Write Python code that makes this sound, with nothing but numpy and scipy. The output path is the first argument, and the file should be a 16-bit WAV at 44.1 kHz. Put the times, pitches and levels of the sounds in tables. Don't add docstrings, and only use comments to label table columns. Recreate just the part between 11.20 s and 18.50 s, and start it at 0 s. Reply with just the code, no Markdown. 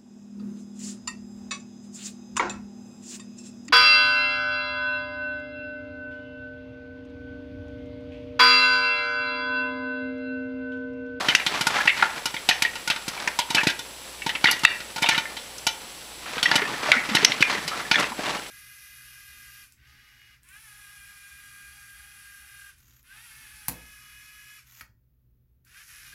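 import sys
import numpy as np
from scipy import signal
from scipy.fft import rfft, irfft
from scipy.io import wavfile
from scipy.ndimage import uniform_filter1d

SR = 44100
rng = np.random.default_rng(int(sys.argv[2]) if len(sys.argv) > 2 else 0)


def convert_level_to_amplitude(level_db):
    exponent = np.asarray(level_db, float) / 20
    return 10 ** exponent


def waveform_to_disk(signal):
    frames = np.transpose(np.atleast_2d(signal))
    scaled = np.clip(frames, -1, 1) * 32767
    samples = np.round(scaled).astype(np.int16)
    wavfile.write(sys.argv[1], SR, samples)


N = 321930

# frequency in Hz, level in dB.
HISS_SPECTRUM = [(30, -4), (90, -4), (125, -5), (200, 0.5), (400, 3), (900, 1.5), (1700, -3.5), (3000, 1.5),
                 (6100, -2), (6700, -6), (7700, -5.5), (10800, -2), (11900, -9), (15500, -12)]
# frequency in Hz, level in dB.
STEADY_TONES = [(59.4, -59.5), (119.5, -67.5), (152, -75), (533, -60), (7560, -57), (7853, -58),
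                (7882, -59)]
# start in seconds, peak in dB, pitch in Hz.
BASE_BUMPS = [(0.349, -44, 680), (5.169, -52, 297), (5.419, -36, 414), (5.689, -31, 637),
              (5.761, -39.5, 239), (5.911, -36, 218), (6.029, -34, 418), (6.349, -42, 437),
              (6.45, -48, 166), (6.908, -47, 230), (6.991, -40, 675)]
# peak time in seconds, half length in seconds, scrape in dB,
# centre in Hz, rumble of the base in dB.
HEAP_SLIDES = [(0.0, 0.16, -22, 1220, -44), (0.119, 0.076, -25, 1950, -50), (0.35, 0.2, -23.5, 1510, -38),
               (0.571, 0.12, -17.5, 1610, -57), (0.823, 0.097, -21.5, 1710, -57),
               (0.894, 0.043, -53, 1390, -63), (0.98, 0.11, -31.5, 1440, -45), (1.375, 1, -40, 1840, -64),
               (2.003, 0.29, -34, 1390, -50), (2.386, 0.072, -22.5, 1640, -41),
               (3.156, 0.042, -29, 1840, -45), (3.306, 0.12, -28.5, 1860, -39),
               (3.497, 0.18, -35, 2070, -51), (3.93, 0.11, -22.5, 1990, -51),
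               (4.103, 0.2, -39.5, 1310, -48), (4.624, 0.11, -49, 1080, -69),
               (5.08, 0.083, -33.5, 1700, -52), (5.157, 0.062, -27.5, 1570, -43),
               (5.339, 0.17, -24.5, 1450, -34.5), (5.492, 0.17, -30.5, 1270, -38),
               (5.685, 0.16, -21.5, 1500, -37.5), (6.003, 0.48, -25.5, 1760, -38),
               (6.328, 0.2, -24.5, 1690, -35.5), (6.58, 0.14, -28, 1340, -41.5),
               (6.799, 0.095, -18.5, 1350, -31), (6.99, 0.054, -34.5, 1000, -36),
               (7.08, 0.12, -23, 1500, -36), (7.144, 0.07, -26, 1190, -37),
               (7.24, 0.081, -36.5, 2640, -47.5)]
# frequency in Hz, level in dB.
RATTLE_SPECTRUM = [(880, -4), (1500, -8.5), (2320, -2.5), (2930, -4), (3370, -3.5), (4340, -5),
                   (5930, -9.5), (12000, -30.5), (15600, -63), (22000, -120)]
# start in seconds, peak in dB, pitch in Hz.
KERNEL_TICKS = [(0.095, -6, 3000), (0.104, -6.5, 2130), (0.5056, -19, 1240), (0.5503, -17, 1190),
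                (0.5596, -17, 1080), (0.604, -8, 1700), (2.3095, -14, 920), (2.393, -16, 2700),
                (2.404, -17, 2640), (2.4945, -24, 3000), (3.247, -10, 3920), (3.2716, -8, 2900),
                (3.299, -12, 2900), (3.392, -25, 2900), (3.8292, -9, 2230), (3.831, -10, 3600),
                (3.8965, -11, 2900), (3.909, -18, 2900), (3.9245, -15, 2220), (3.956, -14, 2870),
                (3.988, -23, 2550), (5.5406, -18.5, 1782), (5.617, -36, 1700), (5.622, -32, 1030),
                (5.661, -24, 1930), (5.6858, -16, 1780), (6.238, -13, 2400), (6.248, -13, 2370),
                (6.311, -21, 4220), (6.329, -24, 1380), (6.351, -13, 1980), (6.379, -19, 1890),
                (6.432, -24, 1800), (6.516, -15.5, 1270), (6.575, -23, 2010), (6.652, -19, 1750),
                (1.9765, -19.5, 2300), (1.966, -25, 945), (0.469, -20, 1510), (5.2625, -13, 3200),
                (5.364, -16, 2900), (3.2635, -32, 2080), (1.3, -16, 3000), (7.16, -19, 850),
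                (7.177, -23, 2900)]
# start in seconds, peak in dB, main spot in Hz, second spot in
# Hz, 60 dB decay time in seconds.
HARD_KNOCKS = [(0.1504, 4, 2660, 1930, 0.02), (0.675, -9, 2620, 2130, 0.03), (0.678, 3, 2680, 1925, 0.052),
               (0.685, -6, 2200, 3560, 0.074), (0.695, -3, 2150, 2680, 0.065),
               (0.7005, -9, 2180, 2330, 0.05), (0.8252, 2, 1444, 1620, 0.042),
               (0.8265, -2, 895, 1457, 0.062), (1.311, -3.5, 1806, 2490, 0.058),
               (2.3718, -6, 2634, 2360, 0.071), (2.382, -3, 2610, 1680, 0.072),
               (3.2572, 3, 1930, 2050, 0.072), (3.276, -3, 1776, 2900, 0.056),
               (3.287, -3.5, 1405, 2830, 0.033), (3.451, 9, 1883, 2610, 0.021), (3.45, 0, 2700, 3740, 0.09),
               (6.0477, 10, 5150, 6100, 0.019), (6.05, 4, 5540, 2900, 0.02),
               (3.861, -8.5, 2830, 3690, 0.099), (3.913, -9, 1787, 2220, 0.19),
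               (5.256, -9, 1810, 2660, 0.046), (5.718, 8, 2100, 2280, 0.02),
               (5.729, -1.5, 1486, 1990, 0.12), (5.759, -12.5, 1900, 2140, 0.19),
               (5.97, -0.5, 1860, 2750, 0.035), (6.12, -6, 2050, 4200, 0.02),
               (6.2255, -0.5, 1710, 2360, 0.025), (6.757, 2, 1815, 3400, 0.04)]
# start in seconds, peak in dB, main spot in Hz, second spot in Hz,
# clean ring in dB.
SOFT_BOUNCES = [(0.199, -9.5, 2010, 2080, -13), (0.798, -17, 1750, 2380, 7), (1.166, -11, 2140, 3200, -5),
                (1.45, -14, 1900, 1960, -21), (1.711, -6, 1580, 3040, -9.5), (2.412, -9, 1840, 2300, -2),
                (2.489, -11.5, 1600, 2960, 11), (3.02, -16, 2240, 2690, -4), (3.093, -8, 1930, 2900, -10),
                (3.152, -9.5, 2260, 2690, -5.5), (3.329, -10, 1890, 3720, -8), (3.83, -7.5, 2000, 3590, -7),
                (3.842, -6, 904, 3000, -5), (3.9466, -10, 2010, 2820, -8), (4.0552, -16.5, 1804, 2060, 10),
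                (5.062, -24, 1440, 1830, 3), (5.181, -10.5, 1520, 2330, -14), (5.191, -17, 1400, 3500, -12),
                (5.291, -18, 2900, 3200, -5), (5.341, -8, 890, 2220, -2), (5.38, -10, 1820, 2110, -2),
                (5.394, -9, 920, 1800, -6), (5.419, -9, 1755, 2110, -4), (5.454, -13.5, 1787, 2550, 1),
                (6.297, -11, 1090, 2060, -2), (6.534, -12.5, 1350, 1350, -3), (6.599, -15.5, 1330, 2000, 1),
                (6.743, -5, 1720, 2450, -7), (6.783, -10.5, 1360, 2720, 8), (6.809, -15, 1210, 1970, -1),
                (6.825, -10.5, 1260, 2520, -9), (6.842, -10, 1960, 2550, -1), (6.92, -16.5, 900, 990, -1),
                (6.993, -19, 670, 1580, 1), (7.076, -17, 694, 2290, 7)]
# start in seconds, peak in dB, centre in Hz, width in Hz,
# 60 dB decay time in seconds.
FLAKE_SHOWERS = [(0.1507, -9, 5300, 2490, 0.062), (0.6745, -6, 2320, 900, 0.025),
                 (0.683, -10, 2370, 1100, .07), (0.694, -7, 2150, 700, 0.064),
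                 (0.8243, -12, 1300, 500, 0.043), (0.833, -15, 1440, 400, 0.072),
                 (2.0754, -7.5, 2000, 900, 0.046), (2.076, -20, 5530, 1800, 0.036),
                 (2.189, -13, 3820, 1000, 0.095), (2.200, -18, 3100, 1200, 0.13),
                 (3.242, -17, 3870, 500, 0.029), (3.27, -10, 3270, 1300, .06), (3.291, -19, 2800, 900, .09),
                 (3.3117, -13.5, 11300, 2500, 0.033), (3.3135, -20, 4750, 700, 0.12),
                 (3.862, -14, 2500, 1190, 0.088), (3.909, -15, 2300, 1300, 0.061),
                 (3.946, -21, 2400, 1300, .05), (5.229, -8, 3000, 2000, .06),
                 (5.257, -10, 2570, 1300, 0.052), (5.718, -5.5, 3300, 1510, 0.081),
                 (5.723, -1, 2200, 600, .02), (6.0488, -3.5, 3770, 900, 0.02),
                 (6.0529, -5, 4300, 2500, 0.02), (6.054, -16, 5600, 450, 0.17),
                 (6.057, -15, 2820, 1500, 0.13), (6.119, -13, 3000, 2000, 0.06),
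                 (3.393, -27, 7000, 5000, .05), (6.2065, -22, 3000, 300, .05),
                 (6.225, -0.5, 2100, 880, 0.018), (6.228, -3, 2090, 900, .02),
                 (1.458, -21, 2500, 700, 0.092), (2.190, -20, 916, 120, 0.089),
                 (6.229, -26, 5600, 400, .05), (3.2763, -18, 2000, 500, .03),
                 (0.265, -9.5, 3000, 1500, .04)]
# frequency in Hz, level in dB, 60 dB decay time in seconds.
PAN_MODES = [(1930, -14, 0.23), (2220, -28, 0.21), (2370, -8, 0.35), (2660, -6, 0.22), (2830, 2, 0.2),
             (3530, -6, 0.21), (3720, -2, 0.12), (4540, -14, 0.3), (4530, -15, 0.3)]
# start in seconds, whole pan in dB, favoured line in Hz,
# its level in dB, its 60 dB decay time in seconds.
PAN_RINGS = [
    (0.15, -13.5, 1960, -21, 0.047),
    (0.824, -54, 1410, -14.5, 0.078),
    (1.312, -35, 1853, -13, 0.046),
    (1.45, -45, 1890, -10.5, 0.048),
    (3.27, -13, 1910, -35, 0.33),
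    (3.452, -7.5, 1912, -21, 0.25),
    (5.257, -33, 1930, -7, 0.041),
    (6.052, -42, 5750, -36, .1),
    (6.233, -30, 2440, -15.5, 0.16),
]
# frequency in Hz, level in dB, 60 dB decay time in seconds.
LID_MODES = [(901, 12.5, 0.057), (1437.5, 12, 0.049), (1960, -1, 0.064), (2372, -3, 0.12),
             (2900, -3, 0.083), (3000, 3, 0.099), (3200, -6.5, 0.12), (3500, -4, 0.18), (3770, 2.5, 0.083),
             (4058, 2, 0.082), (4630, -2, 0.069), (5470, -4.5, 0.19), (6140, -5.5, 0.18)]
# frequency in Hz, level in dB.
BURST_SPECTRUM = [(300, -37), (700, -5.5), (1200, -16), (2000, 1.5), (3000, -2), (4500, -1.5), (6500, -17),
                  (9000, -29)]
# frequency in Hz, level in dB.
CRACK_SPECTRUM = [(3000, -25), (5000, 13.5), (7000, 7), (10500, 2), (12500, 0), (15500, -77)]
# start in seconds, peak in dB, favoured pitch in Hz,
# thump in dB, crack in dB.
DEEP_BURSTS = [(0.0859, -4, 3110, -23.5, -26), (0.4098, -11.5, 2920, -19.5, -13.5),
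               (0.4689, -7, 1450, -24.5, -13), (0.655, -15, 852, -18.5, -18),
               (1.142, -15.5, 2315, -22, -22), (1.8802, -16.5, 1410, -16, -11.5),
               (2.304, -14, 3840, -20, -15), (2.3476, -6.5, 3050, -22.5, -15.5),
               (2.433, -14.5, 950, -18.5, -17), (2.47, -6, 2490, -13.5, -19), (3.064, -13.5, 899, -16, -19),
               (3.2425, -3.5, 2280, -22, -23.5), (3.4351, -12.5, 1285, -20, -17),
               (3.7612, -20.5, 850, -21, -13.5), (3.782, -17.5, 930, -30, -18),
               (3.822, -13.5, 2310, -16.5, -11.5), (3.9782, -9, 2395, -23, -23),
               (5.356, -6, 3000, -20.5, -12), (5.891, -20, 1800, -14, -34),
               (5.9502, -5.5, 3000, -17.5, -14), (6.027, -15, 2220, -19, -30),
               (6.2067, -16.5, 2880, -9.5, -16), (6.794, -22, 3500, -9, -5)]
# start in seconds, peak in dB, favoured pitch in Hz,
# crack in dB, ring of the lid in dB.
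DRY_BURSTS = [(0.1502, -9.5, 3000, -22, -10), (0.2648, -9.5, 3160, -18.5, -2), (0.775, -18, 1960, -21, 0),
              (1.057, -11.5, 2915, -9, 5), (1.2897, -3.5, 3000, -17.5, -6), (1.4222, -6.5, 2370, -12, -3),
              (1.555, -21, 2700, -16, 4), (1.6761, -13.5, 1450, -12.5, -2.5), (1.7012, -7, 2660, -18.5, 0),
              (1.7619, -18.5, 1380, -24, -7), (2.0752, -13, 988, -18.5, 4), (2.1897, -10.5, 954, -10.5, -1),
              (2.5, -16.5, 1590, -17, -2), (2.592, -19.5, 3540, -11.5, 11), (3.313, -14.5, 4710, -6, 6),
              (3.6037, -23.5, 1940, -25, -6), (3.889, -3.5, 2410, -17, 1), (4.1683, -21.5, 3120, -24, -2),
              (4.3812, -32.5, 5910, -2.5, 8), (4.468, -7.5, 3000, -12.5, 4.5),
              (5.2293, -8.5, 4440, -16, 1.5), (5.3143, -3.5, 1730, -33, 3), (6.0484, -8, 3780, -14.5, -13),
              (6.4789, -15.5, 4750, -11.5, -3), (6.714, -1.5, 2410, -26, -1.5)]


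def read(points, hz):
    f, value = np.transpose(points)
    return np.interp(np.log(hz + 1), np.log(f + 1), value)


def evened(x):
    return x / np.sqrt(np.mean(x ** 2) + 1e-20)


def peaked(x):
    return x / np.max(abs(x))


def add(mix, s, sound):
    part = mix[round(s * SR):][:len(sound)]
    part += sound[:len(part)]


def decay(t, t60):
    return convert_level_to_amplitude(-60 * t / t60)


def onset(t, rise):
    return 1 - np.exp(-t / rise)


def coloured(x, points):
    gain = convert_level_to_amplitude(read(points, np.fft.rfftfreq(len(x), 1 / SR)))
    return evened(irfft(rfft(x) * gain, len(x)))


def resonate(x, hz, width):
    turn = np.exp(2j * np.pi * np.cumsum(hz * np.ones(len(x))) / SR)
    r = np.exp(-np.pi * width / SR)
    return 2 * (turn * signal.lfilter([1 - r], [1, -r], x / turn)).real


def grains(per_s, spread_db):
    size = convert_level_to_amplitude(spread_db * np.minimum(rng.exponential(1, N), 4))
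    return size * rng.standard_normal(N) * (rng.random(N) < per_s / SR)


def ring(modes, t, strike_db, stretch, phase):
    hz, db, t60 = np.transpose(modes)[:, :, None]
    tones = np.sin(2 * np.pi * (hz * t + phase[:, None]))
    return (convert_level_to_amplitude(db + strike_db[:, None]) * decay(t, t60 * stretch) * tones).sum(0)


def stove():
    t = np.arange(N) / SR
    bubbles = grains(1400, 5.1)
    hiss = convert_level_to_amplitude(-42.5) * coloured(rng.standard_normal(N) + 0.58 * bubbles, HISS_SPECTRUM)
    waver = 1 + 0.16 * evened(uniform_filter1d(rng.standard_normal((len(STEADY_TONES), N)), 3000))
    hz, db = np.transpose(STEADY_TONES)[:, :, None]
    return hiss + np.sqrt(2) * (convert_level_to_amplitude(db) * waver * np.sin(2 * np.pi * hz * t)).sum(0)


def kitchen(x):
    t = np.arange(12000) / SR
    noise = rng.standard_normal(len(t))
    low = signal.sosfilt(signal.butter(2, [300, 3000], "band", fs=SR, output="sos"), noise)
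    high = signal.sosfilt(signal.butter(2, 3000, "high", fs=SR, output="sos"), noise)
    tail = (low * decay(t, 0.42) + 0.78 * high * decay(t, 0.25)) * (t > .004)
    return signal.fftconvolve(x, tail / np.linalg.norm(tail[:2000]))[:N]


def bumps():
    out = np.zeros(N)
    for s, db, hz in BASE_BUMPS:
        cycles = np.arange(4096) / SR * hz
        jolt = np.sin(2 * np.pi * cycles) * cycles * decay(cycles, 11.6)
        add(out, s, convert_level_to_amplitude(db + 12) * peaked(jolt))
    return out


def slides(peak_db, rest_db, lag_s):
    s, half = np.transpose(HEAP_SLIDES)[:2, :, None]
    away = abs(np.arange(0, N + 256, 256) / SR - s - lag_s) / half
    drop_db = 20 * away
    return convert_level_to_amplitude(2 * (peak_db[:, None] - drop_db)) + convert_level_to_amplitude(2 * rest_db) / len(s)


def shake():
    scrape_peak_db, slide_hz, base_db = np.transpose(HEAP_SLIDES)[2:]
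    heap = slides(scrape_peak_db, -50.5, 0)
    base = slides(base_db, -83, 0.0033)
    columns = 10 * np.log10(heap.sum(0)), slide_hz @ heap / heap.sum(0), 10 * np.log10(base.sum(0))
    scrape_db, centre_hz, rumble_db = (np.interp(np.arange(N) / 256, np.arange(len(c)), c) for c in columns)
    rattle_db = -12.5 + 0.78 * scrape_db
    scrape, t = np.zeros(N), np.arange(1024) / SR
    for hz in np.geomspace(420, 4200, 17):
        note = np.sin(2 * np.pi * hz * t) * decay(t * hz, 22) * onset(t * hz, 0.5)
        share = convert_level_to_amplitude(-5.5 * np.log2(hz / centre_hz) ** 2)
        scrape += signal.oaconvolve(share * grains(600, 0.52), note / np.linalg.norm(note))[:N]
    lumps = convert_level_to_amplitude(2.14 * evened(uniform_filter1d(rng.standard_normal(N), 500)))
    rattle = coloured(grains(4000, 2.0), RATTLE_SPECTRUM)
    slips = grains(350, 2.6)
    rumble = evened(sum(resonate(resonate(slips, hz, 73), hz, 220) for hz in (200, 257, 300, 408)))
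    mix = convert_level_to_amplitude(scrape_db - 4.5) * evened(scrape) + convert_level_to_amplitude(rattle_db) * rattle + convert_level_to_amplitude(rumble_db - 2.5) * rumble
    return lumps * mix


def ticks():
    out, t = np.zeros(N), np.arange(2048) / SR
    for s, db, hz in KERNEL_TICKS:
        puff = evened(resonate(rng.standard_normal(len(t)), hz, 160))
        note = np.sin(2 * np.pi * hz * t) + 0.5 * puff
        add(out, s - .0005, convert_level_to_amplitude(db - 7.0) * peaked(note * decay(t, 0.07) * onset(t, 0.00022)))
    return out


def showers():
    out, t = np.zeros(N), np.arange(4096) / SR
    for s, db, hz, width, t60 in FLAKE_SHOWERS:
        noise = rng.standard_normal(len(t))
        patch = resonate(resonate(noise, hz, width), hz, 1.04 * width)
        add(out, s - .0005, convert_level_to_amplitude(db) * peaked(patch * decay(t, t60) * onset(t, 0.00029)))
    return out


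def knocks():
    out, t = np.zeros(N), np.arange(8192) / SR
    hard = [(*row, -0.5) for row in HARD_KNOCKS]
    soft = [(s, db, main_hz, second_hz, 0.061, clean_db) for s, db, main_hz, second_hz, clean_db in SOFT_BOUNCES]
    for s, db, main_hz, second_hz, t60, clean_db in hard + soft:
        noise = rng.standard_normal(len(t))
        wander = 0.053 * np.cumsum(noise)
        spots = np.sin(2 * np.pi * main_hz * t + wander) + 0.79 * np.sin(2 * np.pi * second_hz * t - wander)
        blur = convert_level_to_amplitude(-0.8 * clean_db)
        wake = evened(sum(resonate(resonate(noise, hz, 360 * blur), hz, 530 * blur) for hz in (main_hz, second_hz)))
        dull = evened(resonate(coloured(noise[::-1], BURST_SPECTRUM), 1900, 1760))
        tick = dull * (decay(t, 0.013) + 0.35 * decay(t, t60))
        body = convert_level_to_amplitude(clean_db) * spots * decay(t, 1.13 * t60)
        body += 0.5 * wake * decay(t, 1.25 * t60) + 0.41 * tick
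        add(out, s - .0005, convert_level_to_amplitude(db - 5.5) * peaked(body * onset(t, 0.00028)))
    return out


def rings():
    out, t = np.zeros(N), np.arange(24000) / SR
    for s, pan_db, hz, line_db, t60 in PAN_RINGS:
        strike, phase = rng.random((2, len(PAN_MODES)))
        flicker = 1 + 0.25 * evened(uniform_filter1d(rng.standard_normal(len(t)), 500))
        line = flicker * (np.sin(2 * np.pi * hz * t) + 0.39 * np.sin(2 * np.pi * (hz - 28) * t))
        pan = flicker[::-1] * peaked(ring(PAN_MODES, t, -4 * strike, 1.0, phase))
        add(out, s, (convert_level_to_amplitude(pan_db) * pan + convert_level_to_amplitude(line_db) * line * decay(t, t60)) * onset(t, 0.00075))
    return out


def pops():
    out, t = np.zeros(N), np.arange(8192) / SR
    lid_hz = np.transpose(LID_MODES)[0]
    deep = [(*row, 0.094, 4.5) for row in DEEP_BURSTS]
    dry = [(s, db, hz, -27.5, crack_db, 0.13, lid_db) for s, db, hz, crack_db, lid_db in DRY_BURSTS]
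    for s, db, hz, thump_db, crack_db, t60, lid_db in deep + dry:
        t60 *= convert_level_to_amplitude(0.051 * (crack_db - 1.0) - 0.057 * (db + 27.0))
        steam, flakes = rng.standard_normal((2, len(t)))
        strike, phase = rng.random((2, len(LID_MODES)))
        rise = onset(t, 0.0001 + 0.0086 * convert_level_to_amplitude(thump_db + 12.0))
        fall = 1.5 * decay(t, 0.0062) + 0.62 * decay(t, 0.017)
        fall += 0.5 * decay(t, 0.43 * t60) + 0.36 * decay(t, 1.7 * t60)
        broad = coloured(steam, BURST_SPECTRUM)
        burst = peaked((3.3 * broad + 0.5 * evened(resonate(broad, hz, 560))) * fall * rise)

        near_db = -5 * abs(np.log2(lid_hz / hz)) - 8 * strike
        flicker = 1 + 0.35 * evened(uniform_filter1d(flakes, 150))
        detuned_t = t * (1 + 0.02 * (rng.random() - 0.5))
        lid = peaked(flicker * ring(LID_MODES, detuned_t, near_db, t60 / 0.076, phase))
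        spot = np.sin(2 * np.pi * hz * t) * decay(t, 0.6 * t60)
        body = peaked(burst + convert_level_to_amplitude(lid_db) * (lid + 0.5 * spot) * rise)

        air_hz = np.array([[165], [260]]) * (1.067 + 0.029 * rng.random((2, 1)))
        thump = peaked(np.sin(2 * np.pi * air_hz * t).sum(0) * decay(t, 0.017) * onset(t, 0.0028))
        crack = peaked(coloured(flakes, CRACK_SPECTRUM) * decay(t, 0.047) * rise)
        pop = convert_level_to_amplitude(-0.5) * body + convert_level_to_amplitude(thump_db + 9.5) * thump + convert_level_to_amplitude(crack_db + 7.5) * crack
        add(out, s - .001, convert_level_to_amplitude(db) * pop)
    return out


def scene():
    pan = pops() + knocks() + rings() + shake() + bumps() + ticks() + showers()
    pan = signal.sosfilt(signal.butter(3, 115, "high", fs=SR, output="sos"), pan)
    return (pan + convert_level_to_amplitude(-14.5) * kitchen(pan) + stove())[None]


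def roll_off(x):
    return signal.sosfilt(signal.butter(12, 15820, fs=SR, output="sos"), x)


def record(dry):
    peak_db = 20 * np.log10(abs(dry[0]) + 1e-6)
    fall_db = np.arange(N) * 200. / SR
    over_db = np.maximum(np.maximum.accumulate(peak_db + fall_db) - fall_db + 7.5, 0)
    late_db = np.roll(uniform_filter1d(over_db, 120), 190)
    heard = np.clip(dry / convert_level_to_amplitude(0.56 * late_db), -0.89, 0.89)
    band_limit = signal.firwin(511, 15600, window=("kaiser", 9), fs=SR)
    heard = signal.oaconvolve(heard, band_limit[None], "same")
    top = heard - signal.oaconvolve(heard, signal.firwin(255, 13000, fs=SR)[None], "same")
    loud_db = np.maximum(np.maximum.accumulate(peak_db + 3 * fall_db) - 3 * fall_db + 12, 0)
    dropped = np.clip(uniform_filter1d(loud_db, 600) / 1.5, 0, 1)
    return roll_off(heard - dropped * top)


dry = scene()
out = record(dry)
waveform_to_disk(out)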